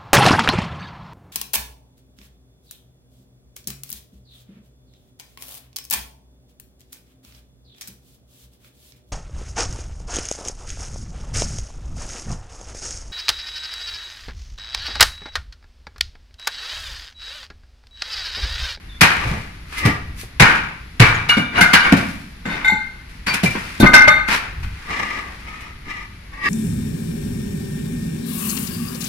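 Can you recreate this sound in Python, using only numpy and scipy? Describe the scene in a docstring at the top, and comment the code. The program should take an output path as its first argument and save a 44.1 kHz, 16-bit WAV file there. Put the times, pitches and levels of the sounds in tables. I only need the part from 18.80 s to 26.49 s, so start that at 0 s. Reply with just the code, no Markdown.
"""A walled patio, where slates are levered up with a pickaxe close by.
Mortar crunches and slabs thud under the ringing steel; one slate is dragged free, tossed aside
and clatters down. Grit slides, a chip skips, and a shovel scrapes as stones catch on its blade.
Two short bird chirps at the start and, later, one tiny high clink sound over a light breeze.
Wall and fences echo. The loudest blows overload the microphone."""
import sys
import numpy as np
from scipy import signal
from scipy.fft import rfft, irfft
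from scipy.io import wavfile
from scipy.ndimage import uniform_filter1d

SR = 44100
rng = np.random.default_rng(int(sys.argv[2]) if len(sys.argv) > 2 else 0)


def store_pcm(level_fs):
    """Save levels as 16-bit WAV."""
    pcm = np.round(np.clip(level_fs, -1, 1) * 32767).astype(np.int16)
    wavfile.write(sys.argv[1], SR, np.atleast_2d(pcm).T)


N = 339084

# Spectra of distant wash, wind and crushed stone. Each row: frequency in Hz, relative density in dB.
WASH_SPECTRUM = [(15, -4), (25, -13), (48, 5.5), (69, -5.5), (133, -9), (188, -9.5), (567, -28),
                 (2060, -19.5), (3090, -27), (4500, -27.5), (8350, -43.5), (10900, -34), (14300, -53),
                 (15500, -68)]
WIND_SPECTRUM = [(15, -7.5), (30, -5.5), (65, 0), (120, -12.5), (220, -25), (600, -58)]
STONE_SPECTRUM = [(100, -17), (350, -12.5), (600, -14.5), (950, -5.5), (1550, -2), (2400, 0.5), (3200, -8),
                  (5000, -10.5), (7500, -18.5), (11000, -17.5), (15000, -31)]
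# Gusts on the microphone. Each row: peak time in seconds, level in dB.
GUSTS = [(.5, -25.5), (1.06, -31), (1.33, -36), (2.29, -33), (3.15, -38), (5.84, -21.5)]
# Two bird chirps, then one tiny high clink. Each row: start and length in seconds,
# first and last pitch in Hz, level in dB.
CHIRPS_AND_CLINK = [(0.084, 0.064, 3680, 3480, -43), (0.137, 0.05, 3420, 3670, -43),
                    (2.342, 0.028, 6840, 6540, -37.5)]
# Echo decay. Each row: frequency in Hz, T60 in seconds.
ECHO_T60 = [(100, 0.85), (400, 0.64), (1500, 0.51), (2500, 0.64), (5000, 0.57), (12000, 0.55)]
# Echo colour. Each row: frequency in Hz, gain in dB.
ECHO_GAIN = [(100, -5.5), (400, -8), (1500, 1.5), (2500, -3.5), (5000, -7), (12000, -13.5)]
# Shovel resonances. Each row: frequency in Hz, width in Hz, relative level in dB.
BLADE_MODES = [(283, 84, -16), (440, 630, -21.5), (904, 27, -8.5), (1183, 20.6, 5.5), (1714, 16, 2.5),
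               (1940, 38, 7.5), (2086, 9.9, 2), (2288, 5.4, 8.5), (2716, 4.5, 4.5), (2850, 14, -47),
               (3620, 29, -14), (4970, 84, -12.5), (10200, 4700, -32)]
# Shovel strokes. Each row: start and length in seconds, relative level in dB, width factor,
# pitch factor, tilt in dB/octave.
SHOVEL_STROKES = [(0.401, 0.18, -32.5, 5.5, 1.01, -7.5), (0.986, 0.011, -26.5, 1.1, 1.06, 1),
                  (1.055, 0.046, -20, 1.6, 1, -4.5), (6.109, .29, -26.5, 3.3, 1.02, -4),
                  (6.44, 0.085, -39.5, 3.3, 0.96, -9), (6.676, 0.23, -37.5, 3.2, 1.066, -4.5),
                  (7.089, 0.13, -32.5, 2.1, 1.025, -1.5), (7.552, 0.042, -39.5, 2.6, 0.96, -4),
                  (7.66, .06, -16.5, 0.85, .982, -1)]
# Sliding grit. Each row: peak time in seconds, level in dB, rise and fall in seconds, tilt in dB/octave.
GRIT_SLIDES = [(0.498, -30.5, 0.06, 0.13, -1), (.991, -32.5, 0.051, 0.053, 1),
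               (1.414, -34, 0.026, 0.031, 5.5), (2.79, -16.5, .03, 0.077, -6),
               (3.07, -20.5, 0.02, 0.062, -5), (3.303, -38.5, .07, 0.12, 2.5), (3.74, -26, 0.038, 0.14, -5),
               (4.303, -47, 0.0097, 0.16, 1), (4.799, -33, .065, 0.43, 0),
               (5.545, -15.5, 0.028, 0.034, -1.5), (5.638, -31.5, 0.014, 0.099, -4.5),
               (6.2, -37, 0.21, 0.6, -1.5)]
# Slabs rocking under foot or lever. Each row: start in seconds, level in dB, mid-glide pitch in Hz,
# decay in seconds.
LOOSE_SLABS = [(0.451, -20, 115.4, 0.044), (.51, -21, 147, .069), (1.074, -14.5, 205, 0.033),
               (1.431, -21.5, 132, 0.0087), (3.922, -18.5, 185, 0.023)]
# Light touches of stone on stone. Each row: time in seconds, level in dB, tilt in dB/octave.
STONE_TAPS = [(.927, -31, -2), (.982, -26, 3.5), (2.494, -13, -1.5), (3.001, -37, -5.5), (3.052, -20, -6),
              (3.853, -27.5, -2), (4.71, -29, 2.5), (5.833, -31.5, -1.5), (6.088, -30.5, -6),
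              (6.809, -38, 1.5), (7.069, -35, -12)]
# Slate or steel landing with its weight. Each row: time in seconds, crunch in dB, decay in seconds,
# tilt in dB/octave, thud in dB, mid-glide thud pitch in Hz.
LANDINGS = [(1.055, -18.5, 0.03, 1, -6.5, 108.8), (2.573, -21, 0.03, -1.5, -7, 193),
            (2.813, -7.5, 0.019, 1, -7.5, 176), (2.938, -2, 0.019, -1, -13, 168),
            (3.126, -11, 0.013, -1.5, 4.5, 181.3), (3.17, -21, .04, 0, -13.5, 164),
            (3.657, -29.5, 0.069, -4, -22, 215), (4.47, -18.5, 0.067, -1.5, -27.5, 189),
            (4.542, -15.5, 0.016, 2, -20.5, 194), (4.637, -17, 0.029, 2, -6.5, 163.6),
            (4.755, -23, 0.026, -7, -22.5, 211), (5.004, -19, 0.019, 6.5, -2, 199),
            (5.032, -4.5, 0.021, -9, 1.5, 194), (5.14, -1.5, 0.018, -5, -15, 238),
            (5.281, -4, 0.0056, -6, -14, 252), (5.484, -18, 0.055, -2.5, -30, 199.5)]
# Full swings into the joint. 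Each row: time in seconds, bite in dB, tilt in dB/octave,
# crumbling in dB, thud in dB, mid-glide thud pitch in Hz.
SWINGS = [(.215, -1, 1, -24, -3, 149.4), (1.604, 0, -1.5, -16.5, 0, 126.5),
          (2.203, -2, -1.5, -16, 2.5, 121.3)]
# Modes of a slate chip, a paver, the loose slate and the steel pick.
# Each row: frequency in Hz, relative level in dB, base T60 in seconds.
CHIP_MODES = [(2040, -13, 0.18), (2360, -6, .29), (4580, -12, 0.16), (5250, -20, 0.14)]
PAVER_MODES = [(601, 2, 0.18), (1232, -0.5, 0.46), (1476, -1, 0.42)]
SLATE_MODES = [(859.5, -10, 0.52), (1511, -5.5, 0.65), (1530, -2, 0.6), (2099, -0.5, 0.56),
               (2114, -3.5, 0.2), (3650, -8, 0.39), (4080, -27, 0.72), (4360, -19.5, 0.65),
               (6020, -27.5, 0.56), (7320, -23.5, 0.35), (9400, -31, 0.48), (10160, -30, 0.43),
               (11600, -27, 0.28)]
PICK_MODES = [(714, -8, 0.68), (969, -4.5, 0.89), (1211, 2, 0.75), (1438, 9, 0.65), (1544, 8, 0.6),
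              (1638, 3.5, 0.52), (1935, -8, 0.51), (2190, 8.5, 0.26), (2275, -2, 0.24), (2330, 3, 0.68),
              (2635, -16, 0.25), (2873, 8.5, 0.21), (3590, -17, 0.98), (3960, -3.5, 0.24), (4350, -8, 0.34),
              (4870, -16, 0.52), (5260, -15, 0.29), (5650, -19, 0.31), (6390, -12, 0.53),
              (10540, -10, 0.47)]
# Blows on those bodies. Each row: start in seconds, level in dB, focus in Hz, T60 factor.
CHIP_SKIPS = [(4.471, -20, 4850, 0.69), (4.488, -20.5, 4700, .9), (4.502, -18, 2400, 0.93),
              (4.659, -11.5, 2400, 0.89)]
PAVER_BLOWS = [(5.032, -13, 1190, 1), (5.138, -0.5, 1400, 0.4), (5.279, -3.5, 780, 0.51)]  # the slate bounces on it three times
SLATE_BLOWS = [(2.812, -6, 1910, 0.62), (3.655, -27, 6350, 0.62), (3.70, -23, 2850, 0.92),
               (3.846, -10.5, 2450, 0.91), (3.878, -9, 2540, 0.86), (3.897, -14.5, 850, 0.68),
               (5.001, -8.5, 3860, 0.38), (5.06, -5, 2150, 0.54), (5.139, 4.5, 1490, 0.63),
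               (5.16, 3, 1550, 0.44), (5.215, -4, 1600, 0.3), (5.279, -4.5, 2390, 1)]  # worked free, then clattering down
PICK_BLOWS = [(1.606, -17, 1760, 0.66), (1.665, -10.5, 1780, 0.79), (2.21, -9.5, 2200, 1),
              (2.492, -8, 3250, 1), (2.515, -10.5, 1310, 0.15), (2.569, -19, 2650, 1),
              (2.757, -21.5, 3380, 1), (2.778, -13, 710, 1), (2.812, -11, 1560, 0.75),
              (2.938, -8, 4000, .7), (2.96, -15.5, 1540, 0.95), (3.003, -16.5, 4030, 0.53),
              (3.047, -12.5, 2040, 0.87)]
# Likeness of the two channels. Each row: frequency in Hz, correlation.
MIC_CORRELATION = [(150, 1), (300, 0.78), (600, 0.027), (2000, 0.17), (5000, 0)]
# Balance of the microphone ports. Each row: frequency in Hz, left minus right in dB.
MIC_BALANCE = [(200, .5), (550, 0), (800, -2), (1200, 3), (2200, 4.5), (4000, -0.3), (9000, -1)]

CRUMBLE_DELAY_S = 0.048


def gain_of(db):
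    """Decibels to amplitude."""
    return 10 ** (np.asarray(db) / 20)


def unit_rms(x):
    """Scales to unit rms."""
    return x / np.sqrt(np.mean(x ** 2) + 1e-20)


def curve_at(points, hz):
    """Interpolates on a log-frequency axis."""
    point_hz, value = np.transpose(points)
    return np.interp(np.log(hz + 1), np.log(point_hz + 1), value)


def add(mix, start_s, sound):
    """Adds a stereo sound to the mix."""
    part = mix[:, round(start_s * SR):][:, :sound.shape[1]]
    part += sound[:, :part.shape[1]]


def paired(x):
    """Two unrelated signals become a microphone pair: alike in the bass, apart in the treble."""
    left, other = rfft(x)
    shared = curve_at(MIC_CORRELATION, np.fft.rfftfreq(x.shape[1], 1 / SR))
    right = shared * left + np.sqrt(1 - shared ** 2) * other
    return irfft(np.array([left, right]), x.shape[1])


def coloured(x, spectrum, tilt_db=0):
    """Applies a spectrum, tilted about 2 kHz; returns unit rms."""
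    hz = np.fft.rfftfreq(x.shape[1], 1 / SR)
    octaves = np.log2((hz + 200) / 2200)
    return unit_rms(irfft(rfft(x) * gain_of(curve_at(spectrum, hz) + tilt_db * octaves), x.shape[1]))


def noise(size, spectrum):
    """Coloured stereo noise at unit rms."""
    return coloured(paired(rng.standard_normal((2, size))), spectrum)


def grains(size, spread_db, per_s):
    """A dense run of tiny fractures, some larger than the rest."""
    t = np.arange(size) / SR
    sizes_db = spread_db * np.minimum(rng.exponential(1, 16384), 4)
    envelope = gain_of(np.interp(t * per_s, np.arange(len(sizes_db)), sizes_db))
    return paired(rng.standard_normal((2, size)) * envelope)


def open_air(wash_db=-40, breeze_db=-43, gust_s=0.068):
    """Distant wash, and a gusting breeze rumbling on the microphone."""
    t = np.arange(N) / SR
    wash = gain_of(wash_db) * noise(N, WASH_SPECTRUM)
    gusts = sum(gain_of(db) * np.exp(-abs(t - peak_s) / gust_s) for peak_s, db in GUSTS)
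    return wash + (gain_of(breeze_db) + gusts) * noise(N, WIND_SPECTRUM)


def chirps_and_clink(waver=0.016):
    """Two short bird chirps at the start, then one tiny high clink; each a gliding tone."""
    out = np.zeros((2, N))
    for start_s, length_s, first_hz, last_hz, db in CHIRPS_AND_CLINK:
        size = round(length_s * SR)
        wobble = unit_rms(uniform_filter1d(rng.standard_normal(SR), size=120))[:size]
        hz = np.linspace(first_hz, last_hz, size) * (1 + waver * wobble)
        tone = np.sin(2 * np.pi * np.cumsum(hz) / SR) * signal.windows.tukey(size, 0.5)
        add(out, start_s, gain_of(db) * np.array([tone, tone]))
    return out


def patio_echo(x, predelay_s=0.0055, reflections_per_s=3000):
    """House wall and fences scatter the sound; each band dies at its own rate."""
    reflections = paired(rng.standard_normal((2, SR)) * (rng.random((2, SR)) < reflections_per_s / SR))
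    hz, t, bands = signal.stft(unit_rms(reflections), SR, nperseg=256)
    decay_per_s = np.log(1000) / curve_at(ECHO_T60, hz)[:, None]
    envelope = np.exp(-decay_per_s * t) * np.sqrt(2 * decay_per_s / SR)  # unit energy
    bands = bands * gain_of(curve_at(ECHO_GAIN, hz))[:, None] * envelope
    onset = np.clip(np.arange(SR) / SR / predelay_s - 1, 0, 1)
    tail = signal.istft(bands, SR, nperseg=256)[1][:, :SR] * onset
    return signal.fftconvolve(x, tail, axes=1)[:, :N]


def shovel(trim_db=2, dull_hz=7500, push_s=0.024, release_s=0.043, ease_db_per_s=11):
    """Stones catch on the blade and drive its resonances; pressure damps and detunes them."""
    out, t = np.zeros((2, N)), np.arange(SR) / SR - 0.2
    hz = np.fft.rfftfreq(SR, 1 / SR)
    for start_s, length_s, db, damping, detune, tilt_db in SHOVEL_STROKES:
        blade = 0
        for mode_hz, width_hz, mode_db in BLADE_MODES:
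            off_resonance = (hz ** 2 - (mode_hz * detune) ** 2) / (damping * width_hz * hz + 1)
            blade += gain_of(mode_db) / (1 + 1j * off_resonance)
        blade *= gain_of(tilt_db * np.log2(np.clip(hz, 500, 2500)))
        blade /= 1 + (hz / dull_hz) ** 3  # bedding sand dulls the contact
        # digs in, eases as it travels, lifts off
        force = gain_of(db + trim_db - ease_db_per_s * np.maximum(t, 0))
        contact = np.exp(np.minimum(t, 0) / push_s - np.maximum(t - length_s, 0) / release_s)
        scrape = unit_rms(irfft(rfft(grains(SR, spread_db=3, per_s=120)) * blade, SR))
        add(out, start_s + t[0], force * contact * scrape)
    return out


def sliding_grit():
    """Loose grit swells and fades under moving stone."""
    out, t = np.zeros((2, N)), np.arange(SR) / SR - 0.4
    for peak_s, db, rise_s, fall_s, tilt_db in GRIT_SLIDES:
        swell = np.where(t < 0, np.exp(-(t / rise_s) ** 2 / 2), np.exp(-abs(t) / fall_s))
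        grit = coloured(grains(len(t), spread_db=1.5, per_s=310), STONE_SPECTRUM, tilt_db)
        add(out, peak_s + t[0], gain_of(db) * swell * grit)
    return out


def falling_crumbs(relative_db=-21, per_s=110, spread_db=1.5, settle_s=0.087):
    """Mortar thrown up by each full swing patters down, ever smaller."""
    out, t = np.zeros((2, N)), np.arange(SR * 3 // 5) / SR
    for swing_s, db, *_ in SWINGS:
        sizes = gain_of(spread_db * rng.standard_normal(len(t)))
        hits = rng.random(len(t)) < per_s / SR
        clicks = paired(sizes * hits * rng.standard_normal((2, len(t))))
        patter = coloured(clicks, STONE_SPECTRUM, tilt_db=-3.5) * np.exp(-t / settle_s)
        add(out, swing_s + CRUMBLE_DELAY_S, gain_of(db + relative_db) * patter)
    return out


def slab_thuds(rise_s=0.0015, lead_s=0.00286, swing_decay_s=0.019, sag=0.56, sag_s=0.024, rattle_db=-5):
    """A loaded slab rocks for a few slowing cycles and rattles on its bed."""
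    out, t = np.zeros((2, N)), np.arange(SR // 2) / SR
    # the weight lands just before the crunch peaks
    loads = [(at_s - lead_s, db, hz, swing_decay_s) for at_s, *_, db, hz in SWINGS]
    loads += [(at_s - lead_s, db, hz, decay_s) for at_s, _, decay_s, _, db, hz in LANDINGS]
    for start_s, db, hz, decay_s in loads + LOOSE_SLABS:
        glide_hz = hz * (1 + sag * (np.exp(-t / sag_s) - 0.5))
        rocking = np.sin(2 * np.pi * np.cumsum(glide_hz) / SR) * np.exp(-t / (0.7 * decay_s))
        bed_spectrum = [(hz / 5, -26), (hz * 0.5, -3), (hz * 1.5, 0), (hz * 1.73, -11),
                        (750, -14), (2500, -40), (9000, -70)]
        rattle = gain_of(rattle_db) * noise(len(t), bed_spectrum) * np.exp(-t / decay_s)
        add(out, start_s, gain_of(db) * (rocking + rattle) * (1 - np.exp(-t / rise_s)))
    # a slab is too small to radiate below 34 Hz
    return signal.sosfilt(signal.butter(2, 34, "high", fs=SR, output="sos"), out)


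def crunches(rise_s=0.004, tap_s=0.025, bite_s=0.013, break_delay_s=0.019, break_s=0.02, crumble_s=0.08):
    """Each contact is a burst of fractures; a full swing bites, breaks and crumbles the mortar."""
    out, t = np.zeros((2, N)), np.arange(SR // 2) / SR - 0.006
    contacts = [row[:4] for row in LANDINGS]
    contacts += [(at_s, db, tap_s, tilt_db) for at_s, db, tilt_db in STONE_TAPS]
    for at_s, db, tilt_db, crumble_db, *_ in SWINGS:
        contacts += [(at_s, db, bite_s, tilt_db),
                     (at_s + break_delay_s, db - 3, break_s, tilt_db - 3.5),
                     (at_s + CRUMBLE_DELAY_S, crumble_db, crumble_s, -4.5)]
    for peak_s, db, decay_s, tilt_db in contacts:
        burst = coloured(grains(len(t), spread_db=2, per_s=700), STONE_SPECTRUM, tilt_db)
        envelope = np.exp(-abs(t) / np.where(t < 0, rise_s, decay_s))
        add(out, peak_s + t[0], gain_of(db) * burst * envelope)
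    return out


def struck_body(modes, blows, focus_db, chatter, chatter_per_s, focus_octaves=0.54, rise_s=0.0011):
    """Each blow reweights the modes near one pitch; loose ground contact makes them flutter."""
    out, t = np.zeros((2, N)), np.arange(SR * 3 // 5) / SR
    hz, mode_db, t60_s = np.transpose(modes)[:, :, None]
    tones = np.exp(2j * np.pi * hz * t)
    for start_s, db, focus_hz, t60_factor in blows:
        nearness = np.exp(-(np.log2(hz / focus_hz) / focus_octaves) ** 2)
        weight = gain_of(mode_db + focus_db * nearness)
        knots = rng.standard_normal((len(modes), 192, 2)) @ [1, 1j]
        flutter = np.array([np.interp(t * chatter_per_s, np.arange(len(k)), k) for k in knots])
        decay = np.exp(-np.log(1000) * t / (t60_s * t60_factor))
        partials = weight / np.linalg.norm(weight) * decay * tones * (1 + chatter * flutter)
        # each mode reaches the two microphone ports out of step
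        lag_rad = np.outer([0, 1], rng.choice([-1, 1], len(modes))) * 1.24
        phase_rad = rng.uniform(0, 2 * np.pi, len(modes)) + lag_rad
        ring = (np.exp(1j * phase_rad) @ partials).real
        add(out, start_s, gain_of(db) * ring * (1 - np.exp(-t / rise_s)))
    return out


def scene(thud_send_db=-2.5, ring_send_db=-7, scrape_send_db=-7):
    """All sources, their echo, and the open air."""
    short_sounds = crunches() + falling_crumbs() + chirps_and_clink()
    thuds = slab_thuds()
    ringing = struck_body(PICK_MODES, PICK_BLOWS, focus_db=15, chatter=1.0, chatter_per_s=120)
    ringing += struck_body(SLATE_MODES, SLATE_BLOWS, focus_db=8, chatter=0.62, chatter_per_s=140)
    ringing += struck_body(PAVER_MODES, PAVER_BLOWS, focus_db=-0.5, chatter=0.98, chatter_per_s=83)
    ringing += struck_body(CHIP_MODES, CHIP_SKIPS, focus_db=27, chatter=0.47, chatter_per_s=89)
    scrapes = sliding_grit() + shovel()
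    send = (short_sounds + gain_of(thud_send_db) * thuds
            + gain_of(ring_send_db) * ringing + gain_of(scrape_send_db) * scrapes)
    return short_sounds + thuds + ringing + scrapes + patio_echo(send) + open_air()


def record(dry):
    """The two ports colour the sound differently; peaks flatten at full scale; low-pass at 15.6 kHz."""
    balance_db = curve_at(MIC_BALANCE, np.fft.rfftfreq(N, 1 / SR))
    at_ports = irfft(rfft(dry) * gain_of(np.outer([0.5, -0.5], balance_db)), N)
    clipped = at_ports / (1 + at_ports ** 6) ** (1 / 6)
    lowpass = signal.firwin(255, 15600, window=("kaiser", 8), fs=SR)
    return signal.oaconvolve(clipped, lowpass[None], "same")


dry = scene()
out = record(dry)
store_pcm(out)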